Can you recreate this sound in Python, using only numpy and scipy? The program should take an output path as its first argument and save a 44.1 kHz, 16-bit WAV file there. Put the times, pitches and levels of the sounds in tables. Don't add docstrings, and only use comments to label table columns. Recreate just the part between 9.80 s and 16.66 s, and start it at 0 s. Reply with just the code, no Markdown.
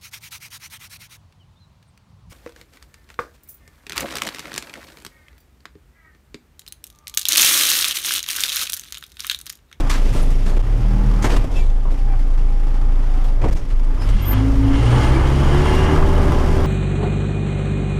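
import sys
import numpy as np
from scipy import signal
from scipy.fft import rfft, irfft, next_fast_len
from scipy.io import wavfile

SR = 44100
rng = np.random.default_rng(int(sys.argv[2]) if len(sys.argv) > 2 else 0)


def store_wav(level_fs):
    pcm = np.round(np.clip(np.atleast_2d(level_fs), -1, 1) * 32767)
    wavfile.write(sys.argv[1], SR, pcm.T.astype(np.int16))


def invert_db(x):
    u = np.asarray(x, float) / 20
    return 10 ** u


N = 302526

# (time [s], firing rate [Hz])
ENGINE_SPEED = [(0, 28.4), (.36, 26.3), (.72, 27.3), (.96, 37.6), (1.08, 39.1), (1.2, 39.6), (1.44, 38.3),
                (1.8, 26.8), (2.26, 28.1), (2.54, 27), (3.1, 28), (3.6, 26.8), (3.8, 27.9), (4.12, 27),
                (4.32, 36.3), (4.44, 46.6), (4.56, 51.7), (4.68, 54.3), (4.92, 54.6), (5.16, 61.2),
                (5.4, 66.8), (5.64, 68.8), (5.88, 74.1), (6.12, 77.3), (6.24, 77.9), (6.86, 77.5)]
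# (time [s], block clatter [dB], hiss [dB], panel rattle [dB])
ENGINE_NOISE = [(0, -36, -47, -76), (.4, -43, -43, -69), (.82, -43.5, -53.5, -53), (1.08, -41, -49, -60),
                (1.26, -37, -47.5, -67), (1.6, -39, -46.5, -86), (1.85, -48.5, -60, -72),
                (2.2, -47, -53, -45), (3.2, -41.5, -53.5, -55), (3.92, -48.5, -55, -60),
                (4.26, -38.5, -52, -47.5), (4.39, -38, -60, -41.5), (4.55, -32.5, -51, -37.5),
                (4.75, -35.5, -44.5, -52.5), (4.95, -31.5, -49, -35.5), (5.24, -28, -42.5, -31),
                (5.42, -29.5, -46.5, -38.5), (5.66, -29, -42.5, -36), (5.9, -28, -43.5, -31.5),
                (6.09, -28.5, -42, -35.5), (6.25, -30, -43.5, -40.5), (6.86, -31, -41.5, -45.5)]
# (level [dB], waver [dB], share of the clatter's swing that it follows [1])
FIRING_TONES = [(-10, 0.47, .01), (-25, 2.5, 0.091), (-35, 5, 0.58), (-47.5, 5.5, 0.4)]
# (frequency [Hz], gain [dB])
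CAB_PASSES = [(26, -2), (39, -3), (54, -7), (66, -7.5), (80, -9.5), (92, 3), (103, 6.5), (117, 6), (135, 2),
              (150, -2.5), (165, -4), (200, -15), (232, -9), (310, 3)]
# (time [s], change [dB], half width to 1/e [s])
FIRING_DIPS = [(.07, -2, 0.068), (.19, 1, .05), (.345, -12, 0.019), (.4, -0.5, 0.037), (0.531, 0, 0.047),
               (.63, -2, 0.032), (.77, 3, 0.033), (.865, -5, 0.038), (1.0, -11, 0.032), (1.19, -4.5, 0.032),
               (1.45, -4.5, .06), (1.59, 1.5, .03), (1.69, -25, 0.042), (2.02, -3, 0.053),
               (2.16, -7, 0.024), (3.62, -1, .02), (3.84, -9.5, .1), (4.25, -12, 0.021), (4.3, 4.5, 0.019),
               (4.365, -9, 0.043), (4.45, -8, 0.03)]
# (frequency [Hz], level [dB])
PUMP_PASSES = [(130, -46.5), (186, -39.5), (197, -25.5), (225, -38), (262, -29.5), (273, -23.5), (305, -44),
               (330, -32), (345, -40), (358, -28), (375, -36), (388, -33)]
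PUMP_WAVER_DB, PUMP_FOLLOWS_CLATTER = 2, 0.61
# (multiple of firing [1], level over clatter at full revs [dB])
CRANK_LINES = [(2.75, -8), (3.5, -6), (4.5, -5.5), (5.5, -13), (6, -9), (6.5, -11.5), (7, -33), (7.5, -9.5),
               (8, -11.5), (9, -14), (10, -12.5), (11, -15), (11.5, -16), (13, -14), (14, -13.5), (15, -28),
               (16, -23), (17, -21), (20, -37), (21, -19.5)]
LINE_DB_PER_OCTAVE, LINE_WAVER_DB = 8, 2
# (frequency [Hz], width [Hz], lift [dB])
BLOCK_MODES = [(585, 6, 5), (859, 13, 7.5), (998, 22, 3), (1120, 31, -3), (1435, 29, -3.5), (1621, 11, 7),
               (2000, 320, 2.5)]
# (frequency [Hz], density [dB per Hz])
RUMBLE_SPECTRUM = [(40, -37), (60, -45.5), (85, -0.5), (105, 1.5), (140, 0), (180, -8), (230, -8),
                   (330, -12.5), (420, -11.5), (600, -13.5), (900, -21.5)]
# (frequency [Hz], width [Hz], lift [dB])
EXHAUST_MODES = [(104, 19, 4.5), (268, 51, 10.5), (390, 120, 1.5)]
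RUMBLE_DB, RUMBLE_FOLLOWS_CLATTER, RUMBLE_FOLLOWS_HISS = -30, 0.28, 0.69
# (frequency [Hz], density [dB per Hz])
CLATTER_SPECTRUM = [(290, 3.5), (500, -11), (645, -11), (814, -6), (1030, -7), (1140, -4.5), (1820, -16.5),
                    (2030, -18.5), (3000, -28.5), (3900, -49), (6600, -120)]
# (frequency [Hz], density [dB per Hz])
HISS_SPECTRUM = [(1180, -12.5), (2000, -0.5), (3380, -4), (4370, -11.5), (4760, -7), (8320, -15.5),
                 (9550, -16.5), (14200, -23.5), (15200, -22), (15600, -46)]
# (frequency [Hz], width [Hz], lift [dB])
HISS_RESONANCES = [(4440, 240, 3.7), (5600, 360, 2.2), (9630, 130, 3.7)]
HISS_FLICKER_DB = 1.3
# (frequency [Hz], density [dB per Hz])
RATTLE_SPECTRUM = [(1500, -8), (2300, -2.5), (3000, -8), (3700, -7.5), (6000, -13), (8900, -21),
                   (11000, -23), (13000, -60)]
# (frequency [Hz], width [Hz], level over the broad rattle [dB])
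PANEL_MODES = [(1693, 86, -4.5), (2092, 150, -5.5), (2794, 140, -7), (2958, 160, -6.5), (3140, 210, -5),
               (3320, 100, -11.5), (4950, 84, -18), (5590, 150, -24), (6790, 250, -18.5),
               (8740, 250, -19.5), (9000, 250, -19), (10440, 300, -29)]
PANEL_PATCH_DB = 3
TICKS_PER_S, TICKS_OVER_HISS_DB = 30, -20
# (time [s], boom [dB], sway [dB])
CAB_SHAKE = [(0, -29, -43), (.3, -20.5, -33), (1.0, -25, -33), (1.3, -21, -40), (1.5, -39, -27),
             (1.8, -15.5, -27), (2.05, -30, -30), (2.35, -33, -47), (3.5, -37, -38), (3.7, -17.5, -18.5),
             (4.1, -28, -34), (4.3, -16, -12), (4.5, -26, -36), (4.8, -15.5, -48), (5.4, -19.5, -35),
             (6.3, -14, -39), (6.86, -17.5, -65)]
# (frequency [Hz], width [Hz], level [dB])
CAB_AIR_MODES = [(17.8, 28, 5), (30.4, 5, -3), (35.4, 20.6, -2.5), (45, 25, -22)]
# (time [s], scrape [dB], thud [dB], 60 dB decay time [s], scrape slope [dB per octave])
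CONTACTS = [(0.0, -30.5, -20.5, 0.065, -5), (.094, -22.5, -50, 0.25, -4.5), (0.141, -30, -54, .18, -9),
            (0.322, -38, -39, 0.51, -4), (.343, -36.5, -26, 0.5, -3.5), (0.391, -37, -40, .11, -5),
            (.425, -44, -34, 0.097, 1), (.501, -38.5, -49, 0.11, -3), (.655, -36.5, -28.5, 0.44, -5),
            (.698, -53, -48, 0.12, -5), (.76, -39.5, -29.5, 0.31, -5), (1.42, -31, -40, .25, -5),
            (1.438, -21.5, -16, 0.16, -6), (1.492, -29, -27, 0.29, -7), (1.512, -30, -21, 0.19, -6),
            (1.535, -34.5, -23, 0.13, -5.5), (1.561, -25.5, -23, 0.055, -5), (1.638, -47, -26, 0.06, -1),
            (1.709, -44.5, -32, 0.34, -4.5), (1.745, -42.5, -31.5, 0.89, -4.5),
            (1.897, -40.5, -69, 0.039, -8.5), (2.049, -36, -31.5, 0.24, -26), (2.11, -46, -34, 0.18, -3.5),
            (2.33, -43, -60, 0.11, -14), (3.436, -43.5, -33, 0.28, -3), (3.61, -39, -27, 0.47, -8),
            (3.635, -35.5, -17, 0.2, -8), (3.679, -38, -29, 0.23, -6.5), (3.72, -42, -39, 0.16, -2),
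            (3.759, -39.5, -42, .19, -5.5), (3.9, -42.5, -49, 0.12, -7), (3.992, -44, -39, 0.055, -5.5),
            (4.207, -40.5, -37, 0.73, -5.5), (4.285, -38, -32, .14, -4.5), (4.515, -41, -54, 0.08, -2.5)]
# (frequency [Hz], density [dB per Hz])
THUD_SPECTRUM = [(60, -18), (95, 4), (200, 3), (400, 1), (730, -4), (1000, -10), (1800, -28), (3500, -33)]
CLUNK_RISE_S, CLUNK_RISE_SHARE = 0.005, 0.012
PART_WIDTH_SHARE, PART_LIFT_DB = .15, 3
# (time [s], pitch [Hz], level [dB])
VALVE_MOAN = [(0, 793, -74), (.9, 777, -55), (1.2, 820, -43.5), (1.9, 799, -60), (2.2, 791, -47.5),
              (2.55, 782, -56), (2.75, 807, -47), (3.1, 806, -52), (3.2, 758, -52), (3.4, 743, -45),
              (3.7, 676, -69), (6.86, 790, -61)]
MOAN_WANDER_HZ, MOAN_FLUTTER_DB = 9.43, 3.2
# (time [s], frequency [Hz], peak level [dB], rise [s], 60 dB decay time [s])
CAB_JOLTS = [(.249, 19.5, -21, 0.11, 0.72), (0.631, 190, -24.5, .04, 0.2), (1.329, 11, -13, 0.2, .89),
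             (3.6, 61, -16, 0.049, 0.53), (3.6, 101, -19, 0.041, .31), (4.222, 98, -22, 0.049, .49)]
# (time [s], length [s], start pitch [Hz], end pitch [Hz], level [dB])
SQUEAK_AND_WHINE_GLIDES = [(.42, 0.017, 10200, 10100, -41.5), (.67, .04, 7750, 7740, -63),
                           (1.62, 0.029, 2440, 2380, -47), (1.744, 0.067, 2650, 2610, -37.5),
                           (1.756, 0.057, 3240, 3260, -48), (1.766, 0.083, 2370, 2310, -42.5),
                           (1.76, .074, 6900, 7000, -53), (2.263, 0.11, 791, 797, -38),
                           (2.266, .099, 2340, 2370, -53), (4.194, .065, 5040, 5230, -46),
                           (4.416, 0.029, 13030, 13110, -39), (4.45, 0.093, 13130, 13180, -27),
                           (5.117, 0.26, 2110, 2080, -43), (5.339, 0.054, 2300, 2310, -33),
                           (5.8, .38, 2760, 2870, -37)]
GLIDE_PEAK_SHARE, GLIDE_OCTAVE_DB = 0.49, -13
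GLIDE_WAVER_HZ, GLIDE_FLUTTER_DB = 35, 2.2
# (time [s], length [s])
MIC_STALLS = [(0.784, 0.0075), (0.818, 0.0076), (3.703, 0.007), (3.741, 0.0087)]
STALL_SAG_S, MIC_TOP_HZ = .005, 15900


def rms_one(x):
    return x / np.sqrt(np.mean(x ** 2) + 1e-20)


def in_time(rows):
    s, *columns = np.transpose(rows)
    return [np.interp(np.arange(N) / SR, s, c) for c in columns]


def at_hz(points, hz):
    points = np.array(points)
    return np.interp(np.log(hz), np.log(points[:, 0]), points[:, 1])


def lift_at(modes, hz):
    return sum(lift_db / (1 + (2 * (hz - mode_hz) / width) ** 2) for mode_hz, width, lift_db in modes)


def drift(rate):
    r = np.exp(-80 * np.pi * rate / SR)
    noise = rng.standard_normal(N // 40 + 2002)
    slow = signal.lfilter([1], [1, -2 * r, r * r], noise)[2000:]
    return np.interp(np.arange(N) / 40, np.arange(len(slow)), rms_one(slow))


def coloured(spectrum, modes=(), size=N):
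    padded = next_fast_len(size)
    hz = np.arange(padded // 2 + 1) * SR / padded + 1e-3
    points = np.array(spectrum)
    db = np.interp(np.log(hz), np.log(points[:, 0]), points[:, 1], left=-90, right=-90)
    db = db + lift_at(modes, hz)
    white = rfft(rng.standard_normal(padded))
    return rms_one(irfft(white * invert_db(db), padded)[:size])


def resonance(x, hz, width):
    r = np.exp(-np.pi * max(width, 1) / SR)
    poles = [1, -2 * r * np.cos(2 * np.pi * hz / SR), r * r]
    return signal.lfilter([(1 - r * r) / 2, 0, (r * r - 1) / 2], poles, x)


def swell(t, rise, fall):
    return np.clip(t / rise, 0, 1) * np.exp(-np.maximum(t - rise, 0) / fall)


def firing_tones(firing_hz, turns, load_db):
    t, out = np.arange(N) / SR, np.zeros(N)
    for k, (db, waver_db, follows) in enumerate(FIRING_TONES, 1):
        level_db = db + at_hz(CAB_PASSES, k * firing_hz) + follows * load_db + waver_db * drift(6.6)
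        if k == 1:
            level_db += sum(change * np.exp(-((t - s) / half) ** 2) for s, change, half in FIRING_DIPS)
        out += np.sqrt(2) * invert_db(level_db) * np.sin(2 * np.pi * (k * turns - (k - 1) / 4))
    return out


def pump_whine(firing_hz, turns, load_db):
    level_db = at_hz(PUMP_PASSES, 5 * firing_hz) + PUMP_FOLLOWS_CLATTER * load_db
    level_db = level_db + PUMP_WAVER_DB * drift(5.5)
    return np.sqrt(2) * invert_db(level_db) * np.sin(2 * np.pi * 5 * turns)


def crank_lines(firing_hz, turns, clatter_db):
    out = np.zeros(N)
    speed_db = clatter_db + LINE_DB_PER_OCTAVE * np.log2(firing_hz / firing_hz.max())
    for multiple, db in CRANK_LINES:
        level_db = speed_db + db + lift_at(BLOCK_MODES, multiple * firing_hz)
        level_db = level_db + LINE_WAVER_DB * drift(7.3)
        out += np.sqrt(2) * invert_db(level_db) * np.sin(2 * np.pi * (multiple * turns + rng.random()))
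    return out


def rumble(clatter_db, hiss_db, shared):
    level_db = RUMBLE_DB + RUMBLE_FOLLOWS_CLATTER * (clatter_db - clatter_db.mean())
    level_db = level_db + RUMBLE_FOLLOWS_HISS * (hiss_db - hiss_db.mean())
    return invert_db(level_db + 1.22 * drift(2.9) + 0.5 * shared) * coloured(RUMBLE_SPECTRUM, EXHAUST_MODES)


def clatter(clatter_db, knock, strength_db, shared):
    kick = 1 + 0.3 * knock * invert_db(6.5 * strength_db)
    level_db = clatter_db + 1.24 + 0.49 * drift(1.2) + 1.1 * shared
    return invert_db(level_db) * rms_one(coloured(CLATTER_SPECTRUM, BLOCK_MODES) * kick)


def hiss(hiss_db, knock, strength_db):
    kick = 1 + 0.75 * knock * invert_db(2.6 * strength_db)
    level_db = hiss_db + 2.5 + HISS_FLICKER_DB * drift(8.2)
    return invert_db(level_db) * rms_one(coloured(HISS_SPECTRUM, HISS_RESONANCES) * kick)


def panels():
    shake = rng.standard_normal((2, N))
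    modes = np.zeros(N)
    for k, (hz, width, db) in enumerate(PANEL_MODES):
        ringing = rms_one(resonance(resonance(shake[k % 2], hz, width), hz, width))
        modes += invert_db(db + PANEL_PATCH_DB * drift(33)) * ringing
    return rms_one(coloured(RATTLE_SPECTRUM) + modes)


def ticks():
    sizes = invert_db(4.3 * np.minimum(rng.exponential(1, N), 3)) * (rng.random(N) < TICKS_PER_S / SR)
    puffs = signal.lfilter([1], [1, -np.exp(-1 / (0.002 * SR))], sizes + 1e-18)
    return rms_one(puffs * coloured([(1500, -15), (3000, -10.0), (8000, 7.0), (15500, -13)]))


def engine():
    firing_hz, = in_time(ENGINE_SPEED)
    clatter_db, hiss_db, rattle_db = in_time(ENGINE_NOISE)
    load_db = clatter_db - clatter_db.mean()
    turns = np.cumsum(firing_hz) / SR
    strength_db = rng.normal(0, 1, int(turns[-1]) + 1)[turns.astype(int)]
    knock = np.exp(-3.0 * (turns % 1))
    shared = drift(3.3)
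    out = firing_tones(firing_hz, turns, load_db) + pump_whine(firing_hz, turns, load_db)
    out += crank_lines(firing_hz, turns, clatter_db)
    out += rumble(clatter_db, hiss_db, shared)
    out += clatter(clatter_db, knock, strength_db, shared)
    out += hiss(hiss_db, knock, strength_db)
    loaded = np.clip((firing_hz - 28.5) / 2.1, .02, 1)
    out += invert_db(rattle_db + 0.05 + 1.34 * drift(22)) * loaded * panels()
    out += invert_db(hiss_db + TICKS_OVER_HISS_DB) * ticks()
    return out


def cab_boom():
    boom_db, sway_db = in_time(CAB_SHAKE)
    boom = np.zeros(N)
    for hz, width, db in CAB_AIR_MODES:
        shake = rng.standard_normal(N)
        boom += invert_db(db) * rms_one(resonance(resonance(shake, hz, width), hz, width))
    sway = resonance(resonance(rng.standard_normal(N), 4.4, 7.2), 4.4, 7.2)
    return invert_db(boom_db) * rms_one(boom) + invert_db(sway_db) * rms_one(sway)


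def clunks():
    out, t = np.zeros(N + SR), np.arange(SR // 2) / SR
    for s, scrape_db, thud_db, t60, slope_db in CONTACTS:
        part_hz = np.exp(rng.uniform(np.log(800), np.log(12000), size=8))
        parts = [(hz, PART_WIDTH_SHARE * hz, PART_LIFT_DB) for hz in part_hz]
        spectrum = [(500, -25), (1000, 0), (8000, 3 * slope_db), (16000, 4 * slope_db - 8)]
        scrape = coloured(spectrum, parts, size=len(t))
        grain = np.repeat(rng.standard_normal(len(t) // 90 + 1), 90)[:len(t)]
        scrape *= invert_db(2 * grain)
        both = invert_db(scrape_db) * scrape + invert_db(thud_db) * coloured(THUD_SPECTRUM, size=len(t))
        at = round(s * SR)
        rise = CLUNK_RISE_S + CLUNK_RISE_SHARE * t60
        out[at:at + len(t)] += both * swell(t, rise, t60 / np.log(1000))
    return out[:N]


def moan():
    hz, db = in_time(VALVE_MOAN)
    phase = 2 * np.pi * np.cumsum(hz + MOAN_WANDER_HZ * drift(27)) / SR
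    return np.sqrt(2) * invert_db(db + MOAN_FLUTTER_DB * drift(49)) * np.sin(phase)


def jolts():
    out, t = np.zeros(N + 2 * SR), np.arange(2 * SR) / SR
    for s, hz, db, rise, t60 in CAB_JOLTS:
        at = round(s * SR)
        ringing = np.sin(2 * np.pi * hz * t) * swell(t, rise, t60 / np.log(1000))
        out[at:at + len(t)] += invert_db(db) * ringing
    return out[:N]


def squeaks_and_whines():
    out, waver, flutter = np.zeros(N), drift(74), drift(65)
    for s, length, from_hz, to_hz, db in SQUEAK_AND_WHINE_GLIDES:
        at, share = round(s * SR), np.linspace(0, 1, round(length * SR))
        span = slice(at, at + len(share))
        glide_hz = from_hz + (to_hz - from_hz) * share
        hz = glide_hz * (1 + GLIDE_WAVER_HZ * waver[span] / from_hz)
        phase = 2 * np.pi * np.cumsum(hz) / SR
        shape = np.interp(share, [0, GLIDE_PEAK_SHARE, 1], [0, 1, 0]) ** 0.64
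        shape = shape * invert_db(GLIDE_FLUTTER_DB * flutter[span])
        overtone = invert_db(GLIDE_OCTAVE_DB) * np.sin(2 * phase) * (from_hz < SR / 5)
        out[span] += np.sqrt(2) * invert_db(db) * shape * (np.sin(phase) + overtone)
    return out


def scene():
    return (engine() + cab_boom() + clunks() + moan() + jolts() + squeaks_and_whines())[None]


def roll_off(x):
    return signal.sosfilt(signal.butter(12, 15730, fs=SR, output="sos"), x)


def record(dry):
    t, stalled = np.arange(N) / SR, np.zeros(N)
    for s, length in MIC_STALLS:
        stalled += np.clip(np.minimum(t - s, s + length - t) / .0005, 0, 1)
    sag = np.exp(-1 / (STALL_SAG_S * SR))
    movement = signal.lfilter([1, -sag], [1], dry)
    lost = signal.lfilter([1], [1, -sag], movement * stalled)
    low_cut = signal.butter(2, 9.0, "high", fs=SR, output="sos")
    heard = signal.sosfilt(low_cut, dry - lost)
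    top_cut = signal.cheby2(12, 50, MIC_TOP_HZ, fs=SR, output="sos")
    heard = signal.sosfilt(top_cut, heard)
    mix = 1.23 * np.tanh(heard / 1.173)
    return roll_off(mix)


dry = scene()
out = record(dry)
store_wav(out)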